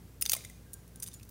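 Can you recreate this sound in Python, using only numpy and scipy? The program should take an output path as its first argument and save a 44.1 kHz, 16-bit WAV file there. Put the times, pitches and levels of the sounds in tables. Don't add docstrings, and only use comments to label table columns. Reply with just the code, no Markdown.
import sys
import numpy as np
from scipy import signal
from scipy.fft import rfft, irfft
from scipy.io import wavfile

SR = 44100
rng = np.random.default_rng(int(sys.argv[2]) if len(sys.argv) > 2 else 0)


def file_out(sig):
    cols = np.atleast_2d(sig).T
    lim = np.clip(cols, -1, 1)
    pcm = np.round(lim * 32767).astype(np.int16)
    wavfile.write(sys.argv[1], SR, pcm)


def magnitude_from_level(level_db):
    exponent = np.asarray(level_db, float) / 20
    return 10 ** exponent


N = 57330


def unit(x):
    return x / np.sqrt(np.mean(x ** 2) + 1e-30)


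def shaped(gain):
    hz = np.arange(N // 2 + 1) * SR / N + 1
    return unit(irfft(rfft(rng.standard_normal(N)) * gain(hz), N))


def decay(t, t60):
    return np.exp(-np.log(1000) * t / t60)


def ring(hz, t60, size=8192):
    t = np.arange(size) / SR
    return np.sin(2 * np.pi * hz * t) * decay(t, t60)


def add(out, s, x):
    i = int(s * SR)
    out[i:i + len(x)] += x[:N - i]


def highpass(x, order, hz):
    return signal.sosfilt(signal.butter(order, hz, "high", fs=SR, output="sos"), x)


def air():
    # (frequency [Hz], density [dB per Hz])
    spectrum = [(82, -39), (140, -1.5), (342, -9.5), (479, -11), (632, -19.5), (1600, -24.5), (3410, -29),
                (12900, -28.5), (16000, -29)]
    # (frequency [Hz], width [Hz], level [dB])
    ducts = [
        (106.8, 35.3, -56),
        (172.4, 24, -63.5),
        (230.7, 4.4, -70.5),
        (1590, 210, -86.5),
    ]
    air_db = -58.5
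    hum_hz, hum_db, hum_wobble_db = 58.5, -54, 1.5
    hz, db = np.array(spectrum).T

    def flow_gain(f):
        return magnitude_from_level(np.interp(np.log(f), np.log(hz), db)) / (1 + (90 / f) ** 4)

    out = magnitude_from_level(air_db) * shaped(flow_gain)
    for centre_hz, width_hz, level_db in ducts:
        out = out + magnitude_from_level(level_db) * shaped(lambda f: 1 / (1 + (2 * (f - centre_hz) / width_hz) ** 2))
    wobble = shaped(lambda f: 1 / (1 + (f / 6) ** 4))
    hum = np.sin(2 * np.pi * hum_hz * np.arange(N) / SR)
    return out + magnitude_from_level(hum_db + hum_wobble_db * wobble) * hum


def chatter(ms, peak_ms, chance):
    bumps_per_ms, spread_db, first_db = 12, 4, 5
    start, fade = .45, .6
    t = np.arange(chance.shape[1]) * 1000 / SR
    hit = chance[0] < bumps_per_ms * 1000 / SR
    rise = start + (1 - start) * t / peak_ms
    fall = np.exp((peak_ms - t) / (fade * ms))
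    swell = np.where(t < peak_ms, rise, fall) * (t < ms)
    strength = magnitude_from_level(-spread_db * np.log(chance[1] + .05))
    sign = np.sign(chance[2:] - .5)
    blows = hit * strength * swell * sign
    blows[:, 0] = magnitude_from_level(first_db)
    return blows


def steel_contacts():
    # (time [s], chatter [ms], strongest moment [ms])
    catch_at = [(.2116, 2.2, .2), (.2137, 2.8, .05), (.2170, 4.2, 3.2), (.2220, 2.7, 2.2), (.2250, 4, 1),
                (.2537, 4.2, .8), (.2611, 4, .1), (.2725, 7, 3), (.2898, 3, .6), (.2957, 4.5, .4),
                (.3045, 3, 1), (.3132, 3, .3), (.3180, 2.4, .7), (.3213, 3.2, .6), (.3311, 2, .9),
                (.3331, 5.8, 1.2), (.3393, 2.5, .6), (.3490, 5, 1.2), (.3575, 2, .3), (.3635, 7, 3.4),
                (.4400, 3, .5), (.4477, 5, 1), (.4980, 4, .6)]
    twirl_at = [(.7324, 3, .5), (.7358, 3, .5), (.7388, 3.5, .8), (.8770, 6, 1), (.9577, 4, 1.2),
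                (.9735, 1, .2), (.9998, 2, .1), (1.0021, 1.6, .1), (1.0215, 1, .2), (1.0241, 5.8, .6),
                (1.0303, 2.6, .4), (1.0340, 3.5, .5), (1.0380, 5, 1.6), (1.0455, 2, .6), (1.0495, 2, .5),
                (1.052, 5, 2), (1.0615, 3.5, 1.8), (1.0655, 4, 1.2), (1.0725, 5, 2.3), (1.0783, 2, .2),
                (1.0815, 3, 2), (1.0850, 4.5, .2), (1.111, 16, 6), (1.131, 6, 2), (1.138, 3.5, 1.5),
                (1.143, 8, 3.5), (1.1965, 5, .5), (1.229, 6, 2), (1.25, 5, 1), (1.29, 6, 2.5)]
    # (level [dB], loudest zone [Hz], weight of low modes [dB], weight of top modes [dB])
    catch = [(-25, 13700, -27, 1), (-24.5, 16000, -14, 1), (-27, 10800, -12, 0), (-15.5, 9800, -8, 2),
             (-24, 11400, -12, 2), (-26, 5900, -8, -2), (-19.5, 4170, 0.5, -9), (-35, 9200, -23, -2),
             (-34, 10500, -19, -8), (-14, 6500, -2.5, -2), (-39, 12000, -4, -3), (-31, 18000, -16, -2),
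             (-15, 8140, -7, 9.5), (-23, 6100, -18, -6), (-21.5, 9500, 0, 5), (-13.5, 9500, 3, 8.5),
             (-24.5, 17000, 2, -7), (-26.5, 8000, -7, -2), (-43, 15000, -22, -2), (-28, 7600, -19, -9),
             (-43, 7300, -2, -7), (-33.5, 7700, -3, -5), (-42.5, 7400, -25, -10)]
    twirl = [(-32, 10200, -22, 3), (-46, 6000, -20, 0), (-32, 8500, -41, -3), (-48, 11600, -4, 4),
             (-39, 10600, -11, -6), (-56, 12000, 3, 0), (-39.5, 12300, -20, -7), (-36.5, 9800, -18, -10),
             (-51, 6200, -10, 0), (-26.5, 9000, -10.5, -8), (-25.5, 11800, -17.5, -4),
             (-33.5, 8600, -26, -15), (-30.5, 12000, -10, -8), (-55, 7900, -22, -2), (-48, 12500, -18, 0),
             (-53, 11000, -18, -4), (-40, 4800, -8, 2), (-39, 8300, -10, -8), (-34, 9500, -6, -6),
             (-35, 8900, -12, -3), (-44, 16000, -5, -6), (-36, 10700, -8, -8), (-48.5, 6000, 9, -3),
             (-44, 8400, 9, -4), (-37, 10500, -17, -2), (-40, 8600, 1, 1), (-47.5, 2700, 3, 0),
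             (-42.5, 8200, 1.5, -2), (-52, 12000, -16, -3), (-41, 13300, -7, 0)]
    # (frequency [Hz], level [dB], t60 [s])
    handles = [(1950, -19.5, 0.025), (2696, -16, 0.029), (3710, -7, 0.016), (4880, -5.5, 0.018),
               (5900, 0.5, 0.0078), (6480, -0.5, 0.0096), (7410, -3.5, 0.0082), (8520, -1.5, 0.012),
               (9530, 3, 0.0083), (10640, -0.5, 0.0072), (12030, 0.5, 0.0066), (12900, -3.5, 0.011),
               (14350, -1.5, 0.014), (15300, 0, 0.013)]
    zone_db, zone_oct = 9, 0.12
    low_hz, high_hz = 4750, 13200
    crack_db, crack_hz = -5.5, 6100
    scatter_db, detune, grip = 1.5, .015, .65
    light_hz, steel_floor_hz = 4500, 1200

    click = np.eye(1, 1024)[0]
    bright = signal.lfilter(*signal.butter(3, crack_hz, "high", fs=SR), click)
    top = signal.sosfiltfilt(signal.butter(4, high_hz, "high", fs=SR, output="sos"), bright)
    dull = signal.lfilter(*signal.butter(3, [2200, 6500], "band", fs=SR), click)
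    heft = signal.butter(2, light_hz, fs=SR, output="sos")

    out = np.zeros(N)
    for (s, ms, peak_ms), (db, zone_hz, low_db, top_db) in zip(catch_at + twirl_at, catch + twirl):
        chance = rng.random((len(handles) + 3, 900))
        luck = rng.standard_normal((len(handles), 2))
        crack = bright + (magnitude_from_level(top_db) - 1) * top + magnitude_from_level(low_db + 6) * dull
        body = [magnitude_from_level(crack_db) * crack]
        for (hz, mode_db, t60), (level_luck, pitch_luck) in zip(handles, luck):
            near = np.exp(-.5 * (np.log2(hz / zone_hz) / zone_oct) ** 2)
            low = 1 / (1 + (hz / low_hz) ** 4)
            high = 1 / (1 + (high_hz / hz) ** 12)
            gain_db = mode_db + scatter_db * level_luck + zone_db * near + low_db * low + top_db * high
            body.append(0.14 * magnitude_from_level(gain_db) * ring(hz * (1 + detune * pitch_luck), grip * t60, size=1024))
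        body = np.array(body)
        modes = signal.fftconvolve(chatter(ms, peak_ms, chance), body, axes=1)
        share = np.sqrt(np.sum(body ** 2, axis=1) / np.sum(modes ** 2, axis=1))
        x = share @ modes
        x = x - (1 - magnitude_from_level(min(low_db + 12, 0))) * signal.sosfiltfilt(heft, x)
        add(out, s, magnitude_from_level(db + 14) * x / np.sqrt(np.sum(x ** 2) + 1e-12))
    return highpass(out, 4, steel_floor_hz)


def room(x):
    early_db, early_t60_s = -14, .035
    late_db, late_t60_s, late_top_hz = -17.5, 0.56, 9100
    t = np.arange(SR // 2) / SR
    early, late = rng.standard_normal((2, len(t)))
    late = signal.lfilter(*signal.butter(1, late_top_hz, fs=SR), late)
    early = early * decay(t, early_t60_s) * np.clip(t / .003, 0, 1)
    late = late * decay(t, late_t60_s) * np.clip(t / .015, 0, 1)
    response = np.zeros(len(t))
    for part, db in ((early, early_db), (late, late_db)):
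        response += magnitude_from_level(db) * part / np.sqrt(np.sum(part ** 2))
    return signal.fftconvolve(x, response)[:N]


def struck(table, push_ms):
    out = np.zeros(N)
    for s, db, hz, t60 in table:
        x = ring(hz, t60)
        push = np.clip(np.arange(len(x)) * 1000 / SR / push_ms, 0, 1)
        add(out, s, magnitude_from_level(db) * x * push)
    return out


def blade_ringing():
    # (time [s], level [dB], frequency [Hz], t60 [s])
    blade = [(.222, -49.5, 6950, 0.28), (.29, -49, 6950, 0.29), (.298, -48, 13150, 0.061),
             (.736, -42, 6950, 0.038), (.959, -61, 6950, 0.091), (1.041, -55, 6950, 0.072),
             (1.139, -44, 6930, 0.09), (1.146, -45.5, 6950, 0.066), (.43, -68.5, 2440, 0.43),
             (.55, -69.5, 2430, .5), (.66, -67.5, 1620, 0.39), (.74, -65, 1590, .5), (.95, -66, 1562, 0.39),
             (1.158, -57, 13150, .04), (1.084, -39, 6100, 0.019), (1.116, -56.5, 3620, .06)]
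    return struck(blade, 2.2)


def palm_thuds():
    # (time [s], level [dB], frequency [Hz], t60 [s])
    thuds = [(.2545, -46, 1710, 0.0063), (.2611, -32.5, 1520, 0.007), (.2612, -38.5, 870, 0.0092),
             (.2962, -42.5, 790, 0.01), (.2966, -42, 1250, 0.0097), (.3182, -42, 790, 0.008),
             (.319, -40, 2057, 0.046), (.3328, -34, 540, 0.018), (.3332, -36, 735, 0.023),
             (.334, -36, 1266, 0.023), (.3334, -32.5, 2380, 0.04), (.3502, -42, 1060, 0.031),
             (.3642, -38, 625, 0.021), (.3662, -41.5, 2112, 0.057), (.4082, -45, 2400, 0.01),
             (.4392, -46, 2030, 0.012), (.4495, -40.5, 2080, 0.024), (.4992, -47, 2025, 0.028),
             (1.0842, -54, 1090, 0.017), (1.2112, -49.5, 2640, 0.01), (.223, -45, 1950, .012)]
    return struck(thuds, 0.3)


def handle_pings():
    # (time [s], level [dB], frequency [Hz], t60 [s])
    pings = [(.2236, -24, 5140, 0.011), (.2238, -35.5, 2810, 0.018), (.2613, -36, 3710, 0.02),
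             (.2616, -26.5, 4880, 0.021), (.2545, -36, 6100, 0.011), (.2959, -33, 2620, 0.024),
             (.2962, -31, 3840, 0.0068), (.3345, -27.5, 5350, 0.0089), (.3186, -22, 8410, 0.01),
             (.319, -34, 3520, 0.025), (.3336, -23.5, 3860, 0.016), (.3337, -32, 15200, 0.013),
             (.4491, -47, 5900, 0.027), (.4492, -46, 3600, 0.031), (.7341, -59, 3690, 0.03),
             (.7342, -50, 5750, 0.022), (1.0006, -45, 5900, 0.012), (1.0631, -43, 3620, 0.01),
             (1.0762, -50.5, 3800, .02), (1.1981, -55.5, 2500, 0.012), (1.2311, -52.5, 6000, .02)]
    return struck(pings, 0.24)


def scene():
    knock_floor_hz, hiss_top_hz, side_db = 430, 15750, -33.5
    knife = steel_contacts() + blade_ringing() + palm_thuds() + handle_pings()
    knife = highpass(knife, 4, knock_floor_hz)
    edge = signal.ellip(8, .3, 50, hiss_top_hz, fs=SR, output="sos")
    mid = knife + signal.sosfilt(edge, room(knife) + air())
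    side = signal.lfilter(*signal.butter(2, 300, "high", fs=SR), mid)
    side = magnitude_from_level(side_db) * np.roll(side, 40)
    return np.array([mid + side, mid - side])


def top_cut(x):
    return signal.sosfilt(signal.butter(12, 17140, fs=SR, output="sos"), x)


def record(dry):
    mix = signal.sosfilt(signal.cheby1(10, .5, 15900, fs=SR, output="sos"), dry)
    return top_cut(mix)


dry = scene()
out = record(dry)
file_out(out)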